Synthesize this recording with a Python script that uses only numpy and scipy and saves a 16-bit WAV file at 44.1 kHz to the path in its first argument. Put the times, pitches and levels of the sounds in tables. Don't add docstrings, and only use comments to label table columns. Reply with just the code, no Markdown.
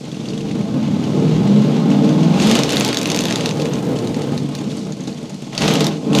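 import sys
import numpy as np
from scipy import signal
from scipy.fft import rfft, irfft, next_fast_len
from scipy.io import wavfile
from scipy.ndimage import uniform_filter1d, map_coordinates

SR = 44100
rng = np.random.default_rng(int(sys.argv[2]) if len(sys.argv) > 2 else 0)


def makeup_ratio(level_db):
    decades = np.asarray(level_db, float) / 20
    return 10 ** decades


def file_out(sig):
    cols = np.atleast_2d(sig).T
    lim = np.clip(cols, -1, 1)
    pcm = np.round(lim * 32767).astype(np.int16)
    wavfile.write(sys.argv[1], SR, pcm)


N = 273420

# (time [s], gas flow as bark level [dB], harshness as rasp level [dB])
EFFORT = [(0, -28, -43.5), (0.62, -19.5, -40), (1.35, -14, -35), (2.32, -14, -32), (2.42, -15, -23),
          (2.57, -15.5, -22.5), (2.63, -21, -25.5), (2.83, -19, -23.5), (2.95, -22.5, -31), (3.4, -21, -29),
          (3.7, -20.5, -37.5), (4.25, -19, -39), (5.5, -30, -45.5), (5.62, -17.5, -21.5),
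          (5.87, -16.5, -27.5), (6.0, -27.5, -46), (6.11, -15, -40), (6.165, -11, -23)]
# (time [s], engine cycles per second [1/s])
SPEED = [(0, 8.52), (.47, 9.63), (1.33, 14.4), (1.81, 17.5), (2.23, 19.9), (2.42, 22.4), (2.59, 26.6),
         (2.73, 26.2), (3.04, 23.1), (3.32, 20.7), (3.83, 16), (4.49, 11.2), (5.45, 8), (5.6, 13),
         (5.7, 15.2), (5.86, 20.3), (6.08, 17.8), (6.2, 19.1)]
# (time [s], uneven burning [0-1], throttle [0-1])
BURN = [(0, .6, .7), (.5, .45, 1), (1.1, .25, 1), (2.1, .2, 1), (2.55, .25, 1), (2.65, .28, 0),
        (3.6, .38, 0), (4.4, .6, .2), (5.5, .7, .4), (5.6, .55, 1), (6.2, .5, 1)]
# (place in the firing order [0-7], level [dB])
NEAR_BANK = [(0, 2.5), (2, -2), (3, 0), (5, -3)]
# (frequency [Hz], width [Hz], level [dB])
COASTING = [(113, 82, -7), (165, 34.4, 5), (216, 105, 1), (299, 91, 0.5), (466.4, 46, -3.5)]
# (frequency [Hz], width [Hz], level [dB])
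UPPER = [(558, 36.6, 5), (600, 23, 5), (656, 20.4, 5), (839.6, 53, 1.5), (1065, 33.5, -2), (1248, 61, -9),
         (1520, 230, -15.5)]
MID_HARSH_DB = -33
DULL_HZ = 2500


def unit(x):
    return x / np.sqrt(np.mean(x ** 2) + 1e-20)


def steady(x, span_s):
    return x / np.sqrt(np.abs(uniform_filter1d(x ** 2, int(span_s * SR))) + 1e-12)


def along(points, hz):
    f, v = np.transpose(points)
    return np.interp(np.log(hz + 1), np.log(f + 1), v)


def curves(rows):
    s, *cols = np.transpose(rows)
    return [np.interp(np.arange(N) / SR, s, c) for c in cols]


def filtered(x, response):
    m = next_fast_len(N + SR // 2)
    return irfft(rfft(x, m) * response(np.fft.rfftfreq(m, 1 / SR)), m)[:N]


def modes(table):
    def response(f):
        total = 0
        for k, (c, w, db) in enumerate(table):
            total = total + (-1) ** k * makeup_ratio(db) * 1j * f * w / (c * c - f * f + 1j * f * w)
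        return total
    return response


def duller(top_hz):
    return lambda hz: 1 / (1 + 1j * hz / top_hz) ** 2


def wobble(rate):
    knots = rng.standard_normal(int(N * rate / SR) + 4)
    return map_coordinates(knots, [np.arange(N) * rate / SR])


def firings(bank, lag_s, scatter_db, jitter_s):
    cycles = np.cumsum(curves(SPEED)[0]) / SR
    now = np.arange(N)
    place, db = np.transpose(bank)
    turn = (np.arange(160)[:, None] + np.round(place) / 8).ravel()
    luck = rng.standard_normal((len(turn), 2))
    at = np.interp(turn + 0.0663, cycles, now, right=N - 1)
    rough = np.clip(np.interp(at, now, curves(BURN)[0]), 0, 1)
    at = np.clip(at + SR * (lag_s + jitter_s * rough * luck[:, 0]), 0, N - 1).astype(int)
    size = makeup_ratio(np.tile(db, len(turn) // len(db)) + scatter_db * rough * luck[:, 1])
    size = size * (turn < cycles[-1] - .06)
    return np.bincount(at, size, N)


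def exhaust():
    # (place in the firing order [0-7], level [dB])
    far_bank = [(1, -7), (4, -3), (6, -6), (7, -4)]
    # (frequency [Hz], width [Hz], level [dB])
    loaded = [(121.5, 16, -8), (157, 39.7, 1.5), (195.6, 55, 1), (305, 69, -5), (451.5, 46.5, -7.5)]
    # (frequency [Hz], width [Hz], level [dB])
    idling = [(146.3, 62, -2), (228, 82, -2.5), (318, 33, -5.5), (447, 39.5, -10.5)]
    # (frequency [Hz], level per Hz [dB])
    jet_colour = [(760, 4.5), (1300, 0), (1760, -5.5), (2010, -1), (2190, -1), (3670, 0.5), (5390, -9.5),
                  (6440, -9), (8000, -19.5), (10600, -29), (12500, -25), (14600, -72), (15600, -71)]
    # (frequency [Hz], width [Hz], level [dB])
    tip = [(2000, 20, -18), (1980, 22, 1), (2740, 8.3, -24), (2890, 11, 10), (3350, 13, -24),
           (3860, 38, -15), (4150, 38, -5), (5360, 22, -4)]
    bark_db, rasp_db = curves(EFFORT)
    uneven, throttle = curves(BURN)
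    speed = curves(SPEED)[0]
    idle = np.clip((15.5 - speed) / 6, 0, 1)

    upper_db = -28.5 + 0.63 * (bark_db + 16) + 0.21 * (rasp_db - MID_HARSH_DB) + 1.5 * wobble(9)
    upper_db = upper_db + np.minimum(speed - 15, 0)

    near = firings(NEAR_BANK, lag_s=0, scatter_db=5, jitter_s=.0013)
    far = firings(far_bank, lag_s=.0025, scatter_db=5, jitter_s=.0013)
    blows = near + far
    t = np.arange(SR // 8) / SR
    puff = signal.fftconvolve(blows, makeup_ratio(-60 * t / 0.11) - makeup_ratio(-60 * t / 0.012))[:N]

    def swirl():
        return steady(puff * rng.standard_normal(N), 0.17)

    def pipe(x):
        revving = throttle * filtered(x, modes(loaded)) + (1 - throttle) * filtered(x, modes(COASTING))
        return steady((1 - idle) * revving + idle * filtered(x, modes(idling)), 0.23)

    soft = filtered(blows, lambda hz: 1 / (1 + 1j * hz / 450))
    locked_share = .65
    bark = (1 - locked_share * (1 - idle)) * pipe(soft) + uneven * pipe(swirl())
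    upper = 0.22 * steady(filtered(blows, modes(UPPER)), 0.18) + 3.6 * unit(filtered(swirl(), modes(UPPER)))

    jet = swirl() + 0.4 * rng.standard_normal(N)
    jet = filtered(jet, lambda hz: makeup_ratio(along(jet_colour, hz)) * (1 + modes(tip)(hz)))
    lucky = blows * makeup_ratio(3.5 * rng.exponential(size=N))
    bright = signal.butter(2, [6000, 14000], "band", fs=SR, output="sos")
    snap = steady(signal.sosfilt(bright, lucky), .3)
    jet = unit(jet) + .02 * throttle * (1 - idle) * snap

    lope_db = 1.1 * wobble(11)
    locked_db = -3.5 * throttle * (1 - idle) * (1 - uneven)
    out = makeup_ratio(bark_db + 2.1 + lope_db + locked_db) * steady(bark, 0.14)
    out = out + makeup_ratio(upper_db - 1.5) * steady(upper, 0.42)
    return out + makeup_ratio(rasp_db + 1.0 + 1.37 * wobble(17)) * jet


def orders():
    orders_loaded = (5, 7, 8, 9, 10, 11, 12, 13, 14, 15, 16)
    orders_coasting = (5, 6, 8, 9, 11, 13)
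    # (level elsewhere [dB], best speed [1/s], range [1/s], gain there [dB])
    suits_loaded = [(-8, 24.5, 3, 4), (-14, 21, 3, 4), (-4, 20.4, .8, 6), (-7, 24, 2.6, 14), (-9, 18, 4, 1),
                    (-8, 18.6, 1.3, 9), (-12, 25, 2, 18), (-8, 15.7, 1.5, 14.5), (-12, 18.4, 1, 11),
                    (-13, 15, 1.5, 7), (-4, 18.8, 1.5, 11)]
    # (level elsewhere [dB], best speed [1/s], range [1/s], gain there [dB])
    suits_coasting = [(-8, 24, 2.5, 9), (-11, 19.5, 2.2, 12), (-2, 14.5, 2, 6), (-8, 26.3, 1.2, 10),
                      (-9, 16, 2.5, 4), (-13, 14, 2.2, 6)]
    # (frequency [Hz], level over the bark [dB])
    drone = [(45, -48), (90, -21), (125, -6.5), (160, -2), (200, -1.5), (240, -3), (290, -12), (350, -16)]
    speed = curves(SPEED)[0]
    uneven, throttle = curves(BURN)
    angle = 2 * np.pi * np.cumsum(speed) / SR
    base_db = curves(EFFORT)[0] - 11 * uneven

    def tone(k, db):
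        level = np.sqrt(2) * makeup_ratio(db + 1.8 * wobble(10))
        return level * np.sin(k * angle + .25 * wobble(9) + rng.uniform(0, 2 * np.pi))

    def stack(multiples, suits):
        total = 0
        for k, (db, best, spread, gain_db) in zip(multiples, suits):
            suited_db = gain_db * np.exp(-((speed - best) / spread) ** 2)
            total = total + tone(k, base_db + db + suited_db + along(drone, k * speed))
        return total

    return throttle * stack(orders_loaded, suits_loaded) + (1 - throttle) * stack(orders_coasting, suits_coasting)


def engine_bay():
    # (frequency [Hz], level per Hz [dB])
    bay_colour = [(710, 9), (1200, -30), (1860, -9), (2280, -2), (3860, -2.5), (4250, 1.5), (6670, -1.5),
                  (11600, -18.5), (12600, -22), (14400, -31), (15600, -40)]
    hiss = unit(filtered(rng.standard_normal(N), lambda hz: makeup_ratio(along(bay_colour, hz))))
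    fan = makeup_ratio(-42)
    leaks = makeup_ratio(-50 + 2.36 * (curves(EFFORT)[1] - MID_HARSH_DB))
    fade = makeup_ratio(-60 * np.arange(SR // 10) / SR / 0.046)
    ticks = signal.fftconvolve(firings(NEAR_BANK, lag_s=0, scatter_db=6, jitter_s=.002), fade)[:N]
    ticks = steady(ticks * rng.standard_normal(N), 0.57)
    metal = modes([(6700, 5000, 0)])
    valves = unit(filtered(ticks, lambda hz: metal(hz) / (1 + (hz / 11000) ** 8)))
    throb = makeup_ratio(0.28 * wobble(3.24) + 1.8 * wobble(5.7))
    return np.hypot(fan, leaks) * throb * hiss + makeup_ratio(-49 - 11 * curves(BURN)[1]) * valves


def thuds():
    # (time [s], peak level [dB], centre frequency [Hz])
    heavy = [(0.088, -16, 188), (0.248, -12, 221), (0.302, -12, 180), (0.331, -10, 183), (0.429, -13, 205),
             (0.511, -11, 213), (0.607, -6, 191), (0.67, -9, 191), (0.723, -11, 218), (0.761, -8, 288),
             (0.884, -7, 205), (0.968, -5, 210), (1.083, -7, 170), (1.176, -5, 183), (1.213, -9, 191),
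             (1.406, -1, 188), (1.699, -6, 229), (1.899, -3, 205), (1.949, -3, 307), (1.999, -3, 202),
             (3.011, -9, 256), (3.029, -11, 425), (3.057, -9, 266), (3.098, -7, 188), (3.236, -9, 436),
             (3.259, -7, 460), (3.284, -6, 172), (3.309, -6, 301), (3.335, -6, 293), (3.356, -8, 439),
             (3.458, -10, 175), (3.489, -11, 151), (3.595, -5, 215), (3.734, -8, 194), (3.851, -11, 210),
             (3.928, -8, 188), (3.958, -6, 275), (4.095, -9, 161), (4.165, -6, 202), (4.256, -11, 188),
             (4.419, -11, 170), (4.546, -14, 207), (4.673, -10, 218), (4.721, -14, 266), (4.865, -14, 240),
             (5.657, -4, 250), (5.769, -5, 207), (5.897, -8, 213), (6.03, -12, 234), (6.113, -4, 178),
             (0.568, -11, 167), (2.599, -6, 215), (4.364, -13, 218), (4.836, -16, 161), (5.609, -8, 148)]
    out, bites = np.zeros(N + SR), np.zeros(N)
    t = np.arange(SR // 16) / SR
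    for s, db, hz in heavy:
        at = round(s * SR)
        angle = 2 * np.pi * hz * t * (0.952 + 8 * t)
        swing = np.sin(angle) + makeup_ratio(-9) * np.sin(rng.uniform(1.6, 2.5) * angle)
        fade = makeup_ratio(db - 2 - 60 * t * hz / 7)
        out[at:][:len(t)] += fade * (1 - np.exp(-t / 0.0005)) * swing
        bites[at] = makeup_ratio(db + 3)
    return out[:N] + filtered(filtered(bites, modes(UPPER)), duller(DULL_HZ))


def shocks():
    # (time [s], peak level [dB], centre frequency [Hz])
    flecks_early = [(0.115, -23, 3370), (0.203, -25, 3340), (0.254, -24, 2730), (0.2855, -17.5, 4700),
                    (0.302, -23, 3270), (0.3324, -23, 2820), (0.376, -17, 3280), (0.406, -19, 2850),
                    (0.485, -30, 2950), (0.5106, -19, 2260), (0.5862, -31, 3400), (0.6094, -24, 2300)]
    # (time [s], peak level [dB], centre frequency [Hz])
    hard = [(2.3993, -6, 2690), (2.4209, -2.5, 3700), (2.4703, -4, 3770), (2.4962, -1.5, 3820),
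            (2.5122, 3, 3370), (2.5524, 4, 3150), (2.589, 0.5, 3650), (2.6334, 0, 3800),
            (2.6912, -4.5, 2840), (2.7059, -4, 3650), (5.5283, -21, 2070), (5.5493, -9, 3380),
            (5.5774, 2.5, 4600), (5.6076, -10, 3100), (5.6195, 0.5, 2800), (5.6785, 4, 3040),
            (5.7074, -4, 3080), (5.737, -2, 3320), (5.7538, 0, 2970), (5.8057, 0.5, 3700),
            (5.843, -1.5, 6000), (5.8666, -0.5, 3820), (6.13, -5, 2900), (6.149, 3.5, 3700),
            (6.186, 0.5, 3120)]
    # (time [s], peak level [dB], centre frequency [Hz])
    rattle = [(2.7214, -5, 3740), (2.7302, -4, 3800), (2.7584, -11, 2150), (2.768, 2.5, 4200),
              (2.7824, -19, 3470), (2.7977, -11, 3650), (2.8074, 1, 3900), (2.822, -18, 3410),
              (2.847, 0, 4300), (2.861, -9, 3500), (2.8778, -10, 4430), (2.8866, -4.5, 3250),
              (2.928, -2.5, 4000), (2.9441, -5, 3590), (2.97, 1.5, 4000), (2.9861, -7, 3500),
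              (3.0131, -3.5, 3750), (3.03, -10, 4720), (3.056, -3, 2520), (3.072, -13, 1970),
              (3.1003, -0.5, 3900), (3.116, -1.5, 4530), (3.1448, -0.5, 3120), (3.161, -4, 6500),
              (3.1724, -6, 2570), (3.1888, -1, 2500), (3.2055, -6.5, 2620), (3.2178, -10, 3740),
              (3.237, -5.5, 3430), (3.2534, -6, 3530), (3.2834, -7, 3130), (3.3009, -10, 3570),
              (3.3797, -32, 3670), (3.438, -33, 4080)]
    # (time [s], peak level [dB], centre frequency [Hz])
    pops = [(3.3237, -5.5, 4030), (3.357, -2.5, 3980), (3.4073, -10, 2600), (3.458, -2, 3800),
            (3.49, -8, 3900), (3.509, -11, 2330), (3.598, -13, 2460), (3.6183, -13, 3950),
            (3.6548, -11, 2300), (3.734, -12.5, 6300), (3.308, -6.5, 2000), (3.96, -18.5, 3050),
            (3.987, -14, 4080), (4.072, -15.5, 3950), (4.143, -14.5, 4200), (4.218, -13.5, 4100),
            (4.3768, -12, 4100), (4.55, -13, 4100), (5.0776, -22, 4100)]
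    # (time [s], peak level [dB], centre frequency [Hz])
    flecks_late = [(4.586, -22, 6780), (4.6407, -24.5, 4200), (4.6767, -41, 4550), (4.715, -23.5, 3870),
                   (4.7794, -25, 4440), (4.8133, -28, 3870), (4.8498, -29, 5560), (4.9213, -19.5, 6740),
                   (5.005, -24, 6550), (5.036, -25, 6160), (5.0727, -19, 3870), (5.126, -28, 4300),
                   (5.171, -28, 3170), (5.2545, -29, 3180), (5.2948, -24, 6800), (5.342, -26, 4120)]
    rattle = np.add(rattle, [0, -0.5, 0])
    cycles, t = np.cumsum(curves(SPEED)[0]) / SR, np.arange(N) / SR
    count = int(cycles[-1]) - 1
    luck = np.clip(rng.standard_normal((count, 2)), -2, .8)
    place = rng.integers(0, 8, count) / 8
    s = np.interp(np.arange(count) + place, cycles, t)
    db = np.interp(s, t, curves(EFFORT)[1]) + 7.5 + 12 * luck[:, 0]
    stray = np.c_[s, db, 2950 * np.exp(.18 * luck[:, 1])]
    return np.r_[hard, pops, flecks_early, flecks_late, rattle, stray]


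def cracks():
    # (frequency [Hz], width [Hz], level [dB])
    mouth = [(2300, 2100, 0.5), (4100, 1660, 5.5), (6550, 1390, 4), (11000, 3000, -13)]
    rings, fizz, thumps = np.zeros(N + SR), np.zeros(N + SR), np.zeros(N)
    t = np.arange(SR // 20) / SR
    throttle = curves(BURN)[1]
    for s, db, hz in shocks():
        at = round((s + .001) * SR)
        sharp = np.clip((db + 26) / 18, .15, 1)
        rise = makeup_ratio(db) * (1 - np.exp(-t / 0.00025))
        ring = np.sin(2 * np.pi * hz * t) * makeup_ratio(-60 * t / (.013 - .009 * sharp))
        rings[at:][:len(t)] += .8 * rise * ring
        front = 1.31 * (1 - 0.55 * throttle[at]) * sharp * makeup_ratio(-60 * t / 0.0042)
        chuff = (0.12 + 0.3 * (1 - sharp)) * makeup_ratio(-60 * t / 0.07)
        fizz[at:][:len(t)] += rise * (front + chuff) * rng.standard_normal(len(t))
        thumps[at] = makeup_ratio(db + 13.0)
    shock = rings[:N] + filtered(filtered(fizz[:N], modes(mouth)), duller(11700))
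    ground = .22 * np.pad(shock, (round(.0011 * SR), 0))[:N]
    return shock + ground + filtered(filtered(thumps, modes(COASTING + UPPER)), duller(DULL_HZ))


def breeze():
    # (time [s], peak level [dB])
    gusts = [(.45, -44), (1.33, -36), (2.0, -54), (2.43, -34), (2.78, -53), (3.2, -40), (3.75, -46),
             (4.06, -43), (4.51, -55), (5.63, -36), (5.87, -54), (6.18, -38)]
    low = filtered(rng.standard_normal(N), lambda hz: 1 / (1 + (hz / 70) ** 4) * (hz / (hz + 25)) ** 2)
    t = np.arange(N) / SR
    level = makeup_ratio(-96)
    for s, db in gusts:
        level = level + makeup_ratio(db + np.minimum(128 * (t - s), 97 * (s - t)))
    return level * unit(low * makeup_ratio(4 * wobble(12)))


def spits():
    # (time [s], peak level [dB])
    spits_first = [(2.4262, -36), (2.4696, -17), (2.496, -26), (2.512, -16), (2.5519, -15), (2.5903, -22),
                   (2.6347, -22), (2.6926, -22), (2.722, -20), (2.7594, -19), (2.7983, -12.5),
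                   (2.8482, -14), (2.8776, -19), (2.9445, -22), (2.9709, -28), (2.9869, -21), (3.0133, -23),
                   (3.0298, -19), (3.0562, -26), (3.0727, -21), (3.1006, -26), (3.1171, -25), (3.145, -23),
                   (3.1615, -20), (3.1894, -27), (3.2069, -16), (3.2343, -24), (3.2533, -19), (3.2822, -25),
                   (3.3241, -29), (3.357, -25), (3.38, -29), (3.4069, -34), (3.4583, -25), (3.4912, -39),
                   (3.5556, -44), (3.583, -42), (3.6189, -33), (3.6544, -39), (3.6963, -31), (3.7342, -36),
                   (3.7546, -36), (3.8449, -45), (3.8724, -40), (3.9866, -41), (4.0111, -44), (4.0565, -42),
                   (4.0724, -44), (4.1263, -37), (4.2765, -38), (4.3543, -42), (4.3777, -36), (4.4955, -43),
                   (4.5508, -23), (4.716, -45)]
    # (time [s], peak level [dB])
    spits_later = [(5.5772, -39), (5.5772, -42), (5.6056, -31), (5.6505, -29), (5.6754, -24), (5.7094, -26),
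                   (5.7378, -17), (5.8051, -18), (5.8435, -25), (5.8665, -14), (6.1489, -21), (6.1853, -17)]
    out, t = np.zeros(N + SR), np.arange(SR // 40) / SR
    for s, db in np.r_[spits_first, spits_later]:
        shape = makeup_ratio(db - 4 - 60 * t / .011) * (1 - np.exp(-t / 0.00035))
        out[round(s * SR):][:len(t)] += shape * rng.standard_normal(len(t))
    edge = modes([(10600, 6000, 3)])
    return filtered(out[:N], lambda hz: edge(hz) ** 2)


def yard(x):
    # (frequency [Hz], time to fall 60 dB [s])
    fading = [(150, 0.38), (1000, 0.094), (8000, 0.081)]
    hz, t, z = signal.stft(rng.standard_normal(SR // 2), SR, nperseg=256)
    tail = signal.istft(z * makeup_ratio(-60 * t / along(fading, hz)[:, None]), SR, nperseg=256)[1]
    return signal.fftconvolve(np.pad(x, (400, 0)), tail / np.linalg.norm(tail))[:N]


def scene():
    blast = exhaust() + cracks() + spits() + thuds()
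    echoes = makeup_ratio(-10.5) * yard(blast)
    heard = filtered(blast + echoes, lambda hz: (1j * hz / (90 + 1j * hz)) ** 4)
    return (heard + orders() + engine_bay() + breeze())[None]


def roll_off(x):
    return signal.sosfilt(signal.butter(12, 15710, fs=SR, output="sos"), x)


def record(dry):
    held = dry[0] / (1 + np.abs(dry[0] / .68) ** 8) ** (1 / 8)
    mix = filtered(held, lambda hz: (hz < 15400) * hz ** 2 / (hz ** 2 + 35 ** 2))[None]
    return roll_off(mix)


dry = scene()
out = record(dry)
file_out(out)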